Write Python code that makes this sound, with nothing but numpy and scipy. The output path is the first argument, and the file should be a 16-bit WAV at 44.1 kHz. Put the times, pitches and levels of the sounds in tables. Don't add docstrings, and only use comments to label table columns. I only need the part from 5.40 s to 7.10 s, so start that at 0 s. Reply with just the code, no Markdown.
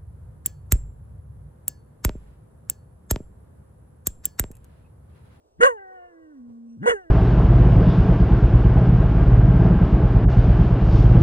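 import sys
import numpy as np
from scipy import signal
from scipy.fft import rfft, irfft, next_fast_len
from scipy.io import wavfile

SR = 44100
rng = np.random.default_rng(int(sys.argv[2]) if len(sys.argv) > 2 else 0)


def ratio(d):
    e = np.asarray(d, float) / 20
    return 10 ** e


def master(y):
    cut = np.clip(np.atleast_2d(y).T, -1, 1)
    pcm = np.round(cut * 32767)
    wavfile.write(sys.argv[1], SR, pcm.astype(np.int16))


N = 74970


def rms_one(x):
    return x / np.sqrt(np.mean(x ** 2) + 1e-20)


def at_hz(points, hz):
    point_hz, value = np.transpose(points)
    return np.interp(np.log(hz + 1), np.log(point_hz), value)


def drift(rate_hz):
    r = np.exp(-2 * np.pi * rate_hz / SR)
    settle = 9000
    wander = signal.lfilter([1], [1, -2 * r, r * r], rng.standard_normal(N + settle))
    return rms_one(wander[settle:])


def band(x, low_hz, high_hz):
    return signal.sosfilt(signal.butter(2, [low_hz, high_hz], "band", fs=SR, output="sos"), x)


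def shaped(x, gain):
    size = next_fast_len(N + 4096)
    return irfft(rfft(x, size) * gain(np.fft.rfftfreq(size, 1 / SR)), size)[..., :N]


def peaks(rows, hz):
    power = 0
    for mid_hz, width_hz, level_db in rows:
        power = power + ratio(2 * level_db) / (1 + (2 * (hz - mid_hz) / width_hz) ** 2) ** 2.2
    return np.sqrt(power)


# pitch_hz, level_db (per Hz)
HUSH_COLOUR = [(40, -15), (70, -5), (150, -22), (480, -6), (1000, -15), (2000, -37), (5000, -35.5),
               (15000, -44)]


def night():
    hush = shaped(rng.standard_normal(N), lambda hz: ratio(at_hz(HUSH_COLOUR, hz)))
    return ratio(-66 + 1.1 * drift(6)) * rms_one(hush)


# time_s, level_db, half_length_s, top_hz
AIR_PUSHES = [
    (1.5255, -52, 0.053, 77),
    (1.5, -38, 0.0088, 210),
    (1.1, -48, 0.02, 240),
    (.22, -48, .03, 100),
]


def wind():
    t, white = np.arange(N) / SR, rng.standard_normal((2, N))
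    wind_db, gusts_db = -74.5, 6
    out = ratio(wind_db + gusts_db * drift(8.7)) * rms_one(band(white, 30, 85))
    for time_s, level_db, half_length_s, top_hz in AIR_PUSHES:
        swell = np.exp(-((t - time_s) / half_length_s) ** 2)
        out = out + ratio(level_db) * swell * rms_one(band(white, 41, top_hz))
    return out


SHIMMER_DB = 5.5


def low_partials(phase, first_db, second_db, rough):
    fundamental = ratio(first_db) * np.sin(phase)
    octave = ratio(second_db + SHIMMER_DB * rough * drift(60)) * np.sin(2 * phase)
    return fundamental + octave


# mid_hz, width_hz, level_db
MOUTH = [(870, 300, 10.5), (1160, 300, -15), (1574, 260, 1), (1894, 170, -3.5), (2845, 130, -16),
         (3190, 300, -39.5)]


def upper_partials(phase, pitch_hz, upper_db, rough):
    t = np.arange(N) / SR
    coarse = slice(None, None, 32)
    jaw_shut_db, jaw_range_db, jaw_loss_db = -64, 22.5, -25.5
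    shut = np.clip(1.5 - (upper_db - jaw_shut_db) / jaw_range_db, 0, 1)[coarse]
    mid_hz, width_hz, level_db = MOUTH[0]
    mouth = [(mid_hz, width_hz, level_db + jaw_loss_db * shut)] + list(MOUTH[1:])
    partials, power, flicker = 0, 1e-9, drift(25)
    for k in range(3, 14):
        hz = k * pitch_hz[coarse]
        gain = peaks(mouth, hz)
        power = power + gain ** 2 * np.exp(-((hz - 1800) / 600) ** 4)
        flicker_db = 3.5 * np.roll(flicker, 6007 * k)[coarse]
        gain = gain * ratio(flicker_db)
        partials = partials + np.interp(t, t[coarse], gain) * np.sin(k * phase - k * k / 5)
    levelled = partials / np.interp(t, t[coarse], np.sqrt(power))
    half_lines = 0.49
    return levelled * (1 + half_lines * 2 * rough * np.sin(phase / 2))


# mid_hz, width_hz, level_db
THROAT_TONES = [(520, 140, -3), (740, 170, -4), (1085, 93, 3.5), (1565, 290, -2.5), (1936, 130, 0),
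                (2244, 94, -9.5), (2854, 150, -9), (3380, 130, -19), (3930, 120, -26), (5160, 1500, -35)]


def throat_rasp(phase):
    gate_depth = 1
    gated = rng.standard_normal(N) * (1 + gate_depth * np.sin(phase))
    rasp = shaped(gated, lambda hz: peaks(THROAT_TONES, hz))
    return rasp / np.std(band(rasp, 1300, 2400))


# mid_hz, width_hz, level_db
TEETH_TONES = [(6695, 1100, 1.5), (8820, 1200, -2.5), (10330, 1200, -9), (13800, 2000, -18),
               (15200, 800, -20.5)]
# mid_hz, width_hz, level_db
NOSE_TONES = [(2700, 230, -0.5), (5800, 150, 5), (6630, 230, -3.5), (8400, 500, -6)]


def rushing_air(upper_db, rough):
    t, white = np.arange(N) / SR, rng.standard_normal((2, N))
    push_db = np.minimum(upper_db + 20, 0) + 10 * np.log10(np.clip(3 * rough, 1e-3, 1))
    fall_db = 264 * t
    late_db = np.maximum.accumulate(push_db + fall_db) - fall_db
    teeth_db = -37.5 + 1.546 * late_db
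    teeth = ratio(teeth_db) * rms_one(shaped(white[0], lambda hz: peaks(TEETH_TONES, hz)))
    nose_db = -86.5 + 4.0 * drift(4)
    nose = ratio(nose_db) * rms_one(shaped(white[1], lambda hz: peaks(NOSE_TONES, hz)))
    return teeth + nose


# time_s, pitch_hz, fundamental_db, octave_db, upper_db, roughness (0-1)
FIRST_BARK = [
    (0.181, 123.5, -63, -70, -84, 0.3),
    (0.204, 198.7, -32, -40.5, -45, 0.42),
    (0.209, 444.3, -25.5, -27.5, -24.5, 0.32),
    (0.234, 493, -9.5, -26.5, -12.5, 0.44),
    (0.25, 523.5, -12.5, -23.5, -18.5, 0.55),
    (0.27, 576, -20.5, -12, -23, 0.3),
    (0.29, 511, -22, -27.5, -31, 0.3),
    (0.319, 467, -33, -33.5, -44.5, 0.13),
    (0.349, 447.4, -41, -40, -61.5, 0.02),
]
WHINE_TO_HUM = [
    (0.386, 397.2, -51, -44, -49.5, 0.01),
    (0.47, 378, -56, -44.5, -55, 0.01),
    (0.659, 351.7, -61, -45, -60, 0.02),
    (0.7, 347.2, -59.5, -58.5, -66, 0.05),
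    (0.759, 332.1, -51.5, -62, -66.5, 0.05),
    (0.92, 302.7, -49, -64.5, -69, 0.05),
    (1.01, 242.5, -42.5, -72, -81.5, 0.1),
    (1.1, 233.8, -43.5, -68, -88.5, 0.11),
    (1.367, 229.7, -42.5, -70.5, -89, 0.1),
]
SECOND_BARK = [
    (1.382, 95.05, -50.5, -46, -100, 0.3),
    (1.415, 135.4, -34.5, -40, -66, 0.34),
    (1.432, 197.1, -31.5, -41.5, -39, 0.3),
    (1.457, 219.8, -32, -34, -37.5, 0.3),
    (1.461, 470.8, -26, -22.5, -27, 0.35),
    (1.482, 485.6, -9.5, -23, -17.5, 0.45),
    (1.499, 486.1, -27, -28.5, -21, 0.85),
    (1.525, 479.6, -23, -28, -33, 0.5),
    (1.54, 424, -24.5, -46, -36.5, 0.06),
]
LAST_WHIMPER = [
    (1.56, 408, -35, -42, -47.5, 0.02),
    (1.59, 383, -48, -44, -44.5, 0.01),
    (1.635, 358, -63.5, -52.5, -59.5, 0.02),
    (1.66, 328, -54, -56.5, -59, 0.02),
    (1.69, 320, -54.5, -57, -63, 0.02),
]


def coyote():
    t = np.arange(N) / SR
    time_s, *columns = np.transpose([*FIRST_BARK, *WHINE_TO_HUM, *SECOND_BARK, *LAST_WHIMPER])
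    pitch_hz, first_db, second_db, upper_db, rough = [np.interp(t, time_s, c) for c in columns]
    rough = np.clip(rough, 0, 1)
    jitter, wobble = 0.044, 0.006
    unsteady = 1 + jitter * rough * drift(90) + wobble * drift(14)
    phase = 2 * np.pi * np.cumsum(pitch_hz * unsteady) / SR

    low = low_partials(phase, first_db, second_db, rough)
    clean = upper_partials(phase, pitch_hz, upper_db, rough)
    clean = np.sqrt(2 - 2 * rough) * clean * ratio(SHIMMER_DB * rough * drift(60))
    rasp_db, breath_db = 1, -30.5
    upper = clean + throat_rasp(phase) * (ratio(rasp_db) * rough + ratio(breath_db))

    onset = np.clip((t - time_s[0]) / 0.0046, 0, 1)
    return (np.sqrt(2) * low + ratio(upper_db) * upper) * onset + rushing_air(upper_db, rough)


def field(x):
    t, noise = np.arange(N) / SR, rng.standard_normal((2, N))
    near_db, near_t60_s = -23, 0.12
    near = ratio(near_db - 60 * t / near_t60_s) * noise[0] * (t > .004)
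    near = near / np.sqrt(near_t60_s * SR / 14)
    far_db, far_t60_s, far_delay_s, far_rise_s = -39.5, 2.8, .14, .15
    rise = np.clip((t - far_delay_s) / far_rise_s, 0, 1)
    far = ratio(far_db - 60 * t / far_t60_s) * rise * band(noise[1], 430, 1100) / np.sqrt(SR / 20)
    return signal.fftconvolve(x, near + far)[:N]


# pitch_hz, phase_rad
PHASE_LAG = [(60, 0.39), (430, 1.5), (900, 3), (1550, 4), (2800, 4), (5500, 3.5), (11500, -3.5),
             (14300, -5)]
# pitch_hz, level_db
LEVEL_SKEW = [(60, -0.5), (170, -3), (330, 4), (520, 4.5), (700, -1), (2000, -0.5), (2900, 2), (4500, 0)]


def widen(air):
    def half_skew(hz):
        level = ratio(at_hz(LEVEL_SKEW, hz) / 2)
        return level * np.exp(1j * np.interp(hz, *np.transpose(PHASE_LAG)) / 2)

    left = shaped(air, lambda hz: 1 / half_skew(hz))
    right = shaped(air, half_skew)
    return np.array([left, right])


def scene():
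    voice = coyote()
    air = night() + voice + field(voice)
    scatter = ratio(-8) * (field(voice) + night())
    return widen(air) + scatter + wind()


def low_pass(x):
    return signal.sosfilt(signal.butter(12, 15710, fs=SR, output="sos"), x)


def record(dry):
    rounded = 1.314 * np.tanh(dry / 1.339)
    top_cut = signal.cheby2(12, 70, 16400, fs=SR, output="sos")
    return low_pass(signal.sosfilt(top_cut, rounded))


dry = scene()
out = record(dry)
master(out)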